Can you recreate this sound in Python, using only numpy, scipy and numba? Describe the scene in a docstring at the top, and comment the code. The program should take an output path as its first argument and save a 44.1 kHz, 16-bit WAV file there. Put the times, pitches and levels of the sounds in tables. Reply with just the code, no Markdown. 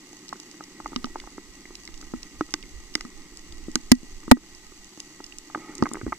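"""Sharp cracks and shrimp crackle sound all round while hands knock, rub and scrape a camera's hard housing
over a reef. Blows, cracks and rubbing are damped modes of the housing, struck or driven by noise; the scrape
is noise in a wall. Below them lie filtered-noise water rumble, soft low thumps, a thin electronic whine,
hiss and a low hum. The hardest blows overload the input, and the gain control ducks after them."""
import sys
import numpy as np
from scipy import signal
from scipy.fft import rfft, irfft
from scipy.io import wavfile
from scipy.ndimage import uniform_filter1d
from numba import njit

SR = 44100
rng = np.random.default_rng(int(sys.argv[2]) if len(sys.argv) > 2 else 0)


def transcribe(signal):
    """Save signal, clipped to [-1, 1], as a 16-bit WAV file at the path in sys.argv[1]."""
    frames = np.atleast_2d(signal).T
    limited = np.clip(frames, -1, 1)
    pcm = np.round(limited * 32767).astype(np.int16)
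    wavfile.write(sys.argv[1], SR, pcm)


def makeup_ratio(level_db):
    """Linear amplitude ratio for a level in decibels (20 dB per factor of ten)."""
    decades = np.asarray(level_db, float) / 20
    return 10 ** decades


N = 272538

# big panels sound below the first limit, small panels up to the second, the highest modes above it
BIG_PANEL_TOP_HZ, SMALL_PANEL_TOP_HZ = 600, 2500


def level(x, db):
    """Scale to an rms level."""
    return x * makeup_ratio(db) / np.sqrt(np.mean(x ** 2))


def curves(table):
    """Interpolate the columns of a (time [s], value, ..) table at every sample."""
    times, *columns = np.transpose(table)
    return [np.interp(np.arange(N) / SR, times, column) for column in columns]


def strays(db, hz, spread_db, spread, busy, count):
    """Rows (time [s], level [dB], pitch [Hz]) at random moments, denser where busy is high."""
    share = np.cumsum(busy)
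    size, bend = rng.standard_normal((count, 2)).T
    times = np.searchsorted(share, rng.random(count) * share[-1]) / SR
    return list(zip(times, db + spread_db * size, hz * np.exp(spread * bend)))


def ears(vibration, pan_db, lead):
    """A complex vibration as the left and right microphones hear it, apart in level and phase."""
    side = np.array([1., -1.]).reshape(2, *[1] * np.ndim(vibration))
    return np.imag(vibration * makeup_ratio(side * pan_db / 2) * np.exp(-.5j * side * lead))


# ringing modes of the housing: (frequency [Hz], t60 [s], level under steady sound [dB],
# level under a blow [dB], left minus right [dB], right leads by [rad])
HOUSING_MODES = [(101.9, 0.059, -13, 13.5, -8, 7.5), (199, 0.13, -24, -14.5, 0.5, 1),
                 (248, 0.081, -16, -4.5, -1, -1.5), (308.5, 0.054, -2, 2, -2.5, -0.3),
                 (355.6, 0.048, -4, -8.5, -4, 0.5), (540, 0.016, -30.5, -17, 18.5, 1.5),
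                 (879.4, 0.019, -7, 1, 2, 1.05), (1080, 0.018, -13.5, -9.5, -4.5, -0.34),
                 (1150, 0.0091, -17.5, -4.5, 1.5, -0.8), (1236, 0.02, -9, -3, -3, 0.5),
                 (1496, 0.015, -18.5, -6.5, -3, 1.08), (1934, 0.12, 5.5, -33, -3, 0.79),
                 (2048, 0.014, -5.5, 4.5, -4, 0.4), (2827, 0.01, 2.5, 10.5, -8, -2),
                 (3465, 0.0077, -35, -2, -11.5, -1.5), (3817, 0.012, -36, -2.5, 21, 0.3),
                 (4370, 0.14, -35.5, -42.5, -12, -0.5), (4548, 0.012, 5.5, 1, -2.5, -2.5),
                 (5403, 0.0092, -7.5, 3, -8, 4), (6115, 0.01, 5.5, -5, 1.5, -1.5),
                 (6410, 0.012, 0.5, -1.5, -25.5, 2.5), (7460, 0.0054, -34, -1.5, 37.5, -0.3),
                 (8820, 0.012, -45, 0, 18.5, 2), (10300, 0.0018, -22.5, 10, 23.5, 0.45),
                 (12900, 0.0028, -44, -1, 19, 5)]


def part(low_hz, high_hz):
    """The housing modes between two frequencies."""
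    return [mode for mode in HOUSING_MODES if low_hz <= mode[0] < high_hz]


def ring(rows, modes, rise_s, reach, steep, scatter, scatter_db, detune, lean=0):
    """Each (time [s], peak [dB], pitch [Hz], pan [dB]) blow rings the modes near its pitch as they die away."""
    length = 4096
    out, t = np.zeros((2, N + length)), np.arange(length) / SR
    hz, t60, _, blow_db, pan_db, lead = np.transpose(modes)[:, :, None]
    decay = np.exp(-np.log(1000) / t60 * t)
    fade = decay * (1 - np.exp(-t / rise_s)) ** 2
    # each mode's phase, level and pitch vary a little at random from blow to blow
    chance = rng.standard_normal((len(rows), 3, len(modes), 1))
    for (s, db, centre_hz, side_db), (turn, size, bend) in zip(rows, chance):
        distance = np.log(hz / centre_hz) / reach
        weight = makeup_ratio(blow_db + scatter_db * size) / (1 + distance ** 2) ** steep
        # a positive lean favours the modes below the pitch, as a soft fingertip does
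        weight = weight * (centre_hz / hz) ** lean
        bent_hz = hz * (1 + detune * bend)
        swing = fade * np.exp(1j * (2 * np.pi * bent_hz * t + scatter * turn))
        wave = ears(swing * weight, pan_db, lead).sum(axis=1)
        wave = wave * makeup_ratio(np.array([[side_db], [-side_db]]) / 2)
        mean_peak = np.abs(wave).max(axis=1).mean()
        start = int(s * SR)
        out[:, start:start + length] += wave * makeup_ratio(db) / mean_peak
    return out[:, :N]


def through(x, modes):
    """A steady push heard through resonant modes, each a one-pole complex resonator."""
    out = 0
    for hz, t60, steady_db, _, pan_db, lead in modes:
        pole = np.exp((2j * np.pi * hz - np.log(1000) / t60) / SR)
        vibration = signal.lfilter([1 - abs(pole)], [1, -pole], x)
        out = out + ears(vibration * makeup_ratio(steady_db), pan_db, lead)
    # little of the lowest bass comes through the ringing modes
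    return signal.sosfilt(signal.butter(2, 140.0, "highpass", fs=SR, output="sos"), out)


# faint finger taps: typical thud and knock
TAP_THUD_DB, TAP_THUD_HZ, TAP_KNOCK_DB, TAP_KNOCK_HZ = -43, 316, -41, 1400
# hands against the case: (time [s], thud peak [dB], thud pitch [Hz], knock peak [dB], knock pitch [Hz])
HAND_KNOCKS = [(0.131, -41, 343, -44.5, 890), (0.3274, -40.5, 363, -19, 1150),
               (0.6068, -37, 362, -28, 1140), (0.8006, -36, 316, -27, 1050), (0.859, -37, 341, -18.5, 1150),
               (0.9194, -35, 328, -38, 1010), (0.9308, -32.5, 298, -29, 1110),
               (0.9609, -20, 240, -22, 1320), (1.0431, -22.5, 243, -21, 1280),
               (1.069, -45, 306, -36.5, 960), (1.1574, -30, 347, -19.5, 920),
               (1.1998, -63, 267, -33.5, 2030), (1.239, -60.5, 320, -35.5, 1030),
               (1.2734, -40.5, 307, -31.5, 1040), (1.3806, -29, 346, -30.5, 1110),
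               (1.6545, -41.5, 314, -34, 1910), (1.7054, -38, 360, -42.5, 1040),
               (1.8763, -58, 312, -32, 1960), (2.137, -20, 269.4, -27.5, 1150),
               (2.409, -14.5, 323, -13, 1210), (2.5392, -24, 307, -16, 1640),
               (2.6361, -41, 257, -38.5, 2020), (2.9527, -22.5, 279, -14.5, 1640),
               (3.0082, -51, 275, -26, 1860), (3.05, -30.5, 250, -35.5, 1250), (3.683, -23, 269, -45, 1100),
               (3.7557, -16.5, 270, -15.5, 1550), (3.9167, 3, 248, -4.5, 1636),
               (4.0307, -33.5, 269, -64, 1690), (4.2793, -23.5, 268, -30, 1150), (4.313, -20, 248, 7, 964),
               (4.315, 5.5, 248, -1, 1530), (4.37, -26.5, 315, -31.5, 1260), (4.72, -39.5, 360, -46, 1300),
               (4.9756, -36.5, 277, -44, 1020), (5.2031, -33.5, 340, -31.5, 1090),
               (5.4996, -55, 356, -32.5, 1120), (5.548, -40, 332, -15.5, 1310),
               (5.5561, -24.5, 338, -25.5, 1040), (5.575, -30.5, 307, -35, 1120),
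               (5.805, -31, 229, -48, 1250), (5.8242, -6.5, 272, -10, 1016), (5.8384, -21, 278, -43, 1350),
               (5.8568, -38, 373, -16, 1436), (5.8652, -32, 330, -20.5, 1080),
               (5.914, -26.5, 270, -28.5, 1110), (5.932, -30, 340, -42, 1200),
               (5.944, -29.5, 334, -29, 1050), (5.954, -28.5, 343, -26, 1590),
               (5.9696, -30, 354, -28, 1080), (6.0133, -29.5, 346, -27.5, 1510),
               (6.0328, -29, 256, -55, 1520), (6.065, -18.5, 348, -31, 1510), (6.077, -25, 258, -33, 1060),
               (6.123, -33, 363, -16.5, 1070), (6.1263, -49, 360, -18, 1160),
               (6.1482, -58, 320, -39.5, 2030)]


def knocks():
    """Hands thud the slow big panels and knock the quicker small ones; faint taps join in at random."""
    # more taps fall when the hands drag hard
    drag_power = makeup_ratio(curves(DRAG)[0]) ** 2
    taps = strays(TAP_THUD_DB, TAP_THUD_HZ, spread_db=2.5, spread=0.054, busy=drag_power, count=20)
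    thuds = [(s, db, hz, 0) for s, db, hz, _, _ in HAND_KNOCKS]
    thuds += [(*tap, 0) for tap in taps]
    raps = [(s, db, hz, 0) for s, _, _, db, hz in HAND_KNOCKS]
    raps += [(s, db - TAP_THUD_DB + TAP_KNOCK_DB, hz / TAP_THUD_HZ * TAP_KNOCK_HZ, 0) for s, db, hz in taps]
    # a stiff rib is carried along by the big panels and sings on faintly after them
    rib = [(s, db - 35.5, 1945, 0) for s, db, _, _ in thuds]
    rib_ring = ring(rib, part(1850, 2040), rise_s=0.0015, reach=.5, steep=1, scatter=0.67,
                    scatter_db=1, detune=0)
    big_panels = ring(thuds, part(0, BIG_PANEL_TOP_HZ), rise_s=0.00065, reach=0.083, steep=1.1,
                      scatter=0.18, scatter_db=3.0, detune=0.0018)
    small_panels = ring(raps, part(BIG_PANEL_TOP_HZ, SMALL_PANEL_TOP_HZ), rise_s=0.00037, reach=0.2,
                        steep=0.99, scatter=1.0, scatter_db=3.0, detune=0.021, lean=.6)
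    return rib_ring + big_panels + small_panels


# typical snap from a little further off
FAR_SNAP_DB, FAR_SNAP_HZ, FAR_SNAP_PAN_DB = -41, 5500, -6
# sharp high cracks, from near snaps, case ticks and the bright edge of hard hand knocks:
# (time [s], peak [dB], centre pitch [Hz], left minus right [dB])
SHARP_CRACKS = [(0.2819, -28, 5340, -3), (0.291, -23, 5270, 5), (0.3314, -32, 5270, -2.5),
                (0.3999, -26, 5570, -1), (0.5132, -29.5, 5560, -5), (0.6388, -28.5, 5600, 0),
                (0.9611, -13, 3860, -4.5), (1.0432, -19, 4020, -4), (1.0559, -27, 5350, 0),
                (1.2007, -25, 4470, -3), (1.7535, -22.5, 5130, -2), (1.8527, -26.5, 6500, -2),
                (1.8755, -26, 4800, 1), (1.9417, -29.5, 4850, -1), (1.9769, -33, 5530, -7),
                (2.0135, -28, 5760, 1), (2.2307, -24.5, 5500, -5.5), (2.4096, -30.5, 4900, -12),
                (2.5069, -31.5, 6330, -5), (2.5395, -7, 5060, -3), (2.6271, -31, 3840, -13),
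                (2.9407, -28, 5080, 1), (2.9529, -5, 4850, 0), (3.0088, -22, 5160, 2),
                (3.0509, -36, 5040, 1.5), (3.372, -27, 6560, 4), (3.5237, -30, 4800, 3),
                (3.7154, -30.5, 5900, 3), (3.7555, -1.5, 5600, -1), (3.9171, 8.5, 5160, -5.5),
                (3.9522, -26, 5600, 1), (4.3134, -1.5, 5160, 3), (4.5493, -30.5, 5730, -2),
                (4.8447, -32, 5800, 2.5), (5.002, -20, 5950, -0.5), (5.242, -22.5, 5460, 2),
                (5.2649, -30, 6130, -7), (5.3235, -32, 3250, -14), (5.3847, -20, 6580, -1.5),
                (5.549, -33.5, 3570, -3), (5.7528, -23, 7000, -1), (5.7811, -23, 6300, -3.5),
                (5.8245, -23, 4900, -25), (5.8365, -26, 5450, -3), (5.8898, -28, 5800, -1),
                (5.9352, -17, 8200, 1.5)]


def cracks():
    """Near snaps, case ticks and the edge of hard knocks ring the highest modes; far snaps fall at random."""
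    far = strays(FAR_SNAP_DB, FAR_SNAP_HZ, spread_db=3.0, spread=0.083, busy=np.ones(N), count=16)
    far = [(*row, FAR_SNAP_PAN_DB) for row in far]
    # here the modes keep less than half their left-right lean, and each crack adds its own
    modes = [(hz, t60, steady_db, blow_db, 0.43 * pan_db, lead)
             for hz, t60, steady_db, blow_db, pan_db, lead in part(SMALL_PANEL_TOP_HZ, SR)]
    return ring(SHARP_CRACKS + far, modes, rise_s=0.000078, reach=0.28, steep=1.04, scatter=2.5,
                scatter_db=2.0, detune=0.039)


def crackle():
    """Thousands of distant snaps a second ring the housing, a few far stronger than the rest."""
    hit, size, sign = rng.random(N), rng.exponential(size=N), rng.standard_normal(N)
    snaps_per_s = 2500
    clicks = (hit < snaps_per_s / SR) * makeup_ratio(np.minimum(3.2 * size, 17)) * sign
    bright = level(through(clicks, part(SMALL_PANEL_TOP_HZ, SR)), -54.5)
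    low = level(through(clicks, part(0, SMALL_PANEL_TOP_HZ)), -63.5)
    return bright + low


# small panels have this level at a usual drag and follow a share of its changes in dB
USUAL_DRAG_DB, SMALL_DB, SMALL_SHARE = -53, -57, 0.62
# how hard hands and water drag over the case: (time [s], level on the big panels [dB])
DRAG = [(0.0, -53), (0.55, -51.5), (0.96, -49.5), (1.4, -53.5), (2.58, -53.5), (3.7, -52.5), (4.0, -57),
        (4.32, -52), (4.8, -58), (5.16, -53), (5.35, -57), (5.73, -45.5), (5.92, -46), (6.18, -54)]


def rub():
    """Hands and water drag over the case: grainy noise keeps its lower modes sounding."""
    grain = makeup_ratio(1.85 * level(uniform_filter1d(rng.standard_normal(N), size=900), 0))
    push = grain * rng.standard_normal(N)
    drag_db = curves(DRAG)[0]
    small_db = SMALL_DB + SMALL_SHARE * (drag_db - USUAL_DRAG_DB)
    big_panels = level(through(push, part(0, BIG_PANEL_TOP_HZ)), 0)
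    small_panels = level(through(push, part(BIG_PANEL_TOP_HZ, SMALL_PANEL_TOP_HZ)), 0)
    return big_panels * makeup_ratio(drag_db) + small_panels * makeup_ratio(small_db)


# one slide: it swells until the start time, holds, then eases off
SLIDE_S, SLIDE_DB, HOLD_S, PRESS_DB_PER_S, EASE_DB_PER_S = 5.62, -48, 0.081, 200, 142
# modes of the wall under the sliding skin: (frequency [Hz], level [dB])
WALL_MODES = [(856, 3), (1260, 4), (1945, 1), (2160, -4)]


def scrape():
    """Skin sliding on plastic: dense slips, as noise, sound the modes of the wall."""
    t = np.arange(N) / SR - SLIDE_S
    swell_db, ease_db = PRESS_DB_PER_S * t, EASE_DB_PER_S * (HOLD_S - t)
    press_db = SLIDE_DB + np.minimum(0, np.minimum(swell_db, ease_db))
    wall = [(hz, .045, db, 0, -2.5, .2) for hz, db in WALL_MODES]
    return level(through(rng.standard_normal(N), wall), 0) * makeup_ratio(press_db)


# water moving past: (time [s], level [dB])
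WATER_FLOW = [(0.0, -62), (0.8, -58.5), (1.0, -44.5), (2.46, -49.5), (2.87, -41.5), (3.08, -48.5),
              (3.39, -45), (4.28, -44.5), (4.97, -57.5), (5.61, -54), (5.83, -48.5), (6.18, -48)]


def flow():
    """Slow uneven pressure of water moving past, as low noise partly shared by both sides; stronger right."""
    surge = makeup_ratio(4.0 * level(uniform_filter1d(rng.standard_normal(N), size=2500), 0))
    band = signal.butter(1, [6.0, 20.0], "bandpass", fs=SR, output="sos")
    rumble = signal.sosfilt(band, surge * rng.standard_normal((2, N)))
    common, apart = signal.sosfilt(signal.butter(2, 60.0, fs=SR, output="sos"), rumble)
    pair = makeup_ratio(np.array([[-2.5], [2.5]])) * common + 0.376 * np.array([[1], [-1]]) * apart
    return level(pair, 0) * makeup_ratio(curves(WATER_FLOW)[0])


# soft low thumps, from water pressure and from hands knocking the case:
# (time [s], peak before panning [dB], frequency [Hz])
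LOW_THUMPS = [(0.839, -42, 37), (1.06, -40.5, 11.8), (1.929, -40.5, 15.6), (2.385, -46, 69),
              (2.61, -42, 31), (2.751, -39, 56), (3.5, -45, 66), (5.8, -35.5, 144), (5.821, -30, 100),
              (6.031, -30.5, 108), (6.062, -30.5, 66), (6.078, -38, 48)]


def thumps():
    """Each soft low thump is one quickly damped swing of pressure, stronger on the right."""
    length = 8192
    out, t = np.zeros(N + length), np.arange(length) / SR
    for s, db, hz in LOW_THUMPS:
        swing = np.sin(2 * np.pi * hz * t) * hz * t * np.exp(-1.6 * hz * t)
        start = int(s * SR)
        out[start:start + length] += swing * makeup_ratio(db) / np.abs(swing).max()
    return makeup_ratio(np.array([[-2.2], [2.2]])) * out[:N]


# half the line rate of the picture, and its frame rate
WHINE_HZ, FRAME_HZ = 7867.1, 29.97


def whine():
    """The electronics' thin tone, turned over in polarity at every picture frame; nearer the left."""
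    t = np.arange(N) / SR
    turn = np.tanh(18.0 * np.sin(np.pi * FRAME_HZ * t))
    return ears(makeup_ratio(-63) * turn * np.exp(2j * np.pi * WHINE_HZ * t), 9, -.6)


# spectrum of the microphone hiss: (frequency [Hz], relative level per Hz [dB])
HISS_SPECTRUM = [(30, -17), (300, -5), (1500, -5.5), (5000, 1), (8000, -2.5), (9500, -12.5), (13500, -13.5),
                 (14800, -11), (17000, -48)]


def hiss():
    """Unrelated noise of the two microphone capsules, shaped in the spectrum."""
    hz, db = np.transpose(HISS_SPECTRUM)
    bins_hz = np.fft.rfftfreq(N, 1 / SR)
    shape = makeup_ratio(np.interp(np.log(bins_hz + 1), np.log(hz), db))
    return level(irfft(rfft(rng.standard_normal((2, N))) * shape, N), -54)


HUM_HZ, HUM_T60_S, HUM_DB = 194.3, 0.46, -66


def hum():
    """A low hum that wavers in level: noise in one narrow resonance."""
    return level(through(rng.standard_normal(N), [(HUM_HZ, HUM_T60_S, 0, 0, -3, .1)]), HUM_DB)


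def scene():
    """All the sources together at the two microphones."""
    return knocks() + cracks() + crackle() + rub() + scrape() + flow() + thumps() + whine() + hiss() + hum()


@njit
def follow(x, attack, release):
    """Envelope that rises fast and falls slowly."""
    out, e = np.empty(len(x)), 0.
    for i in range(len(x)):
        e += (x[i] - e) * (attack if x[i] > e else release)
        out[i] = e
    return out


def top_cut(x):
    """Nothing passes above the cut-off."""
    return signal.sosfilt(signal.butter(12, 16810, fs=SR, output="sos"), x)


def record(dry, rail=0.94):
    """The input clips, the gain control drops after loud blows and creeps back, and the top is cut."""
    clipped = rail * np.tanh((np.abs(dry) / rail) ** 3) ** (1 / 3) * np.sign(dry)
    # driven far past the upper rail the left input jumps to the lower one
    clipped[0] = np.where(dry[0] > 1.15, -clipped[0], clipped[0])
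    attack_s, release_s = .02, .09
    envelope = follow(np.abs(dry).max(axis=0), 1 / (attack_s * SR), 1 / (release_s * SR))
    # the gain control answers 12 ms late
    envelope = np.pad(envelope, (530, 0))[:N]
    # above -16 dB it takes back half of the excess in dB
    gain = np.maximum(envelope / makeup_ratio(-16), 1) ** -.5
    gentle_cut = signal.ellip(5, .5, 22, 14200, fs=SR, output="sos")
    steep_cut = signal.ellip(8, .5, 60, 16400, fs=SR, output="sos")
    dull = signal.sosfilt(np.vstack([gentle_cut, steep_cut]), clipped * gain)
    return top_cut(dull)


dry = scene()
out = record(dry)
transcribe(out)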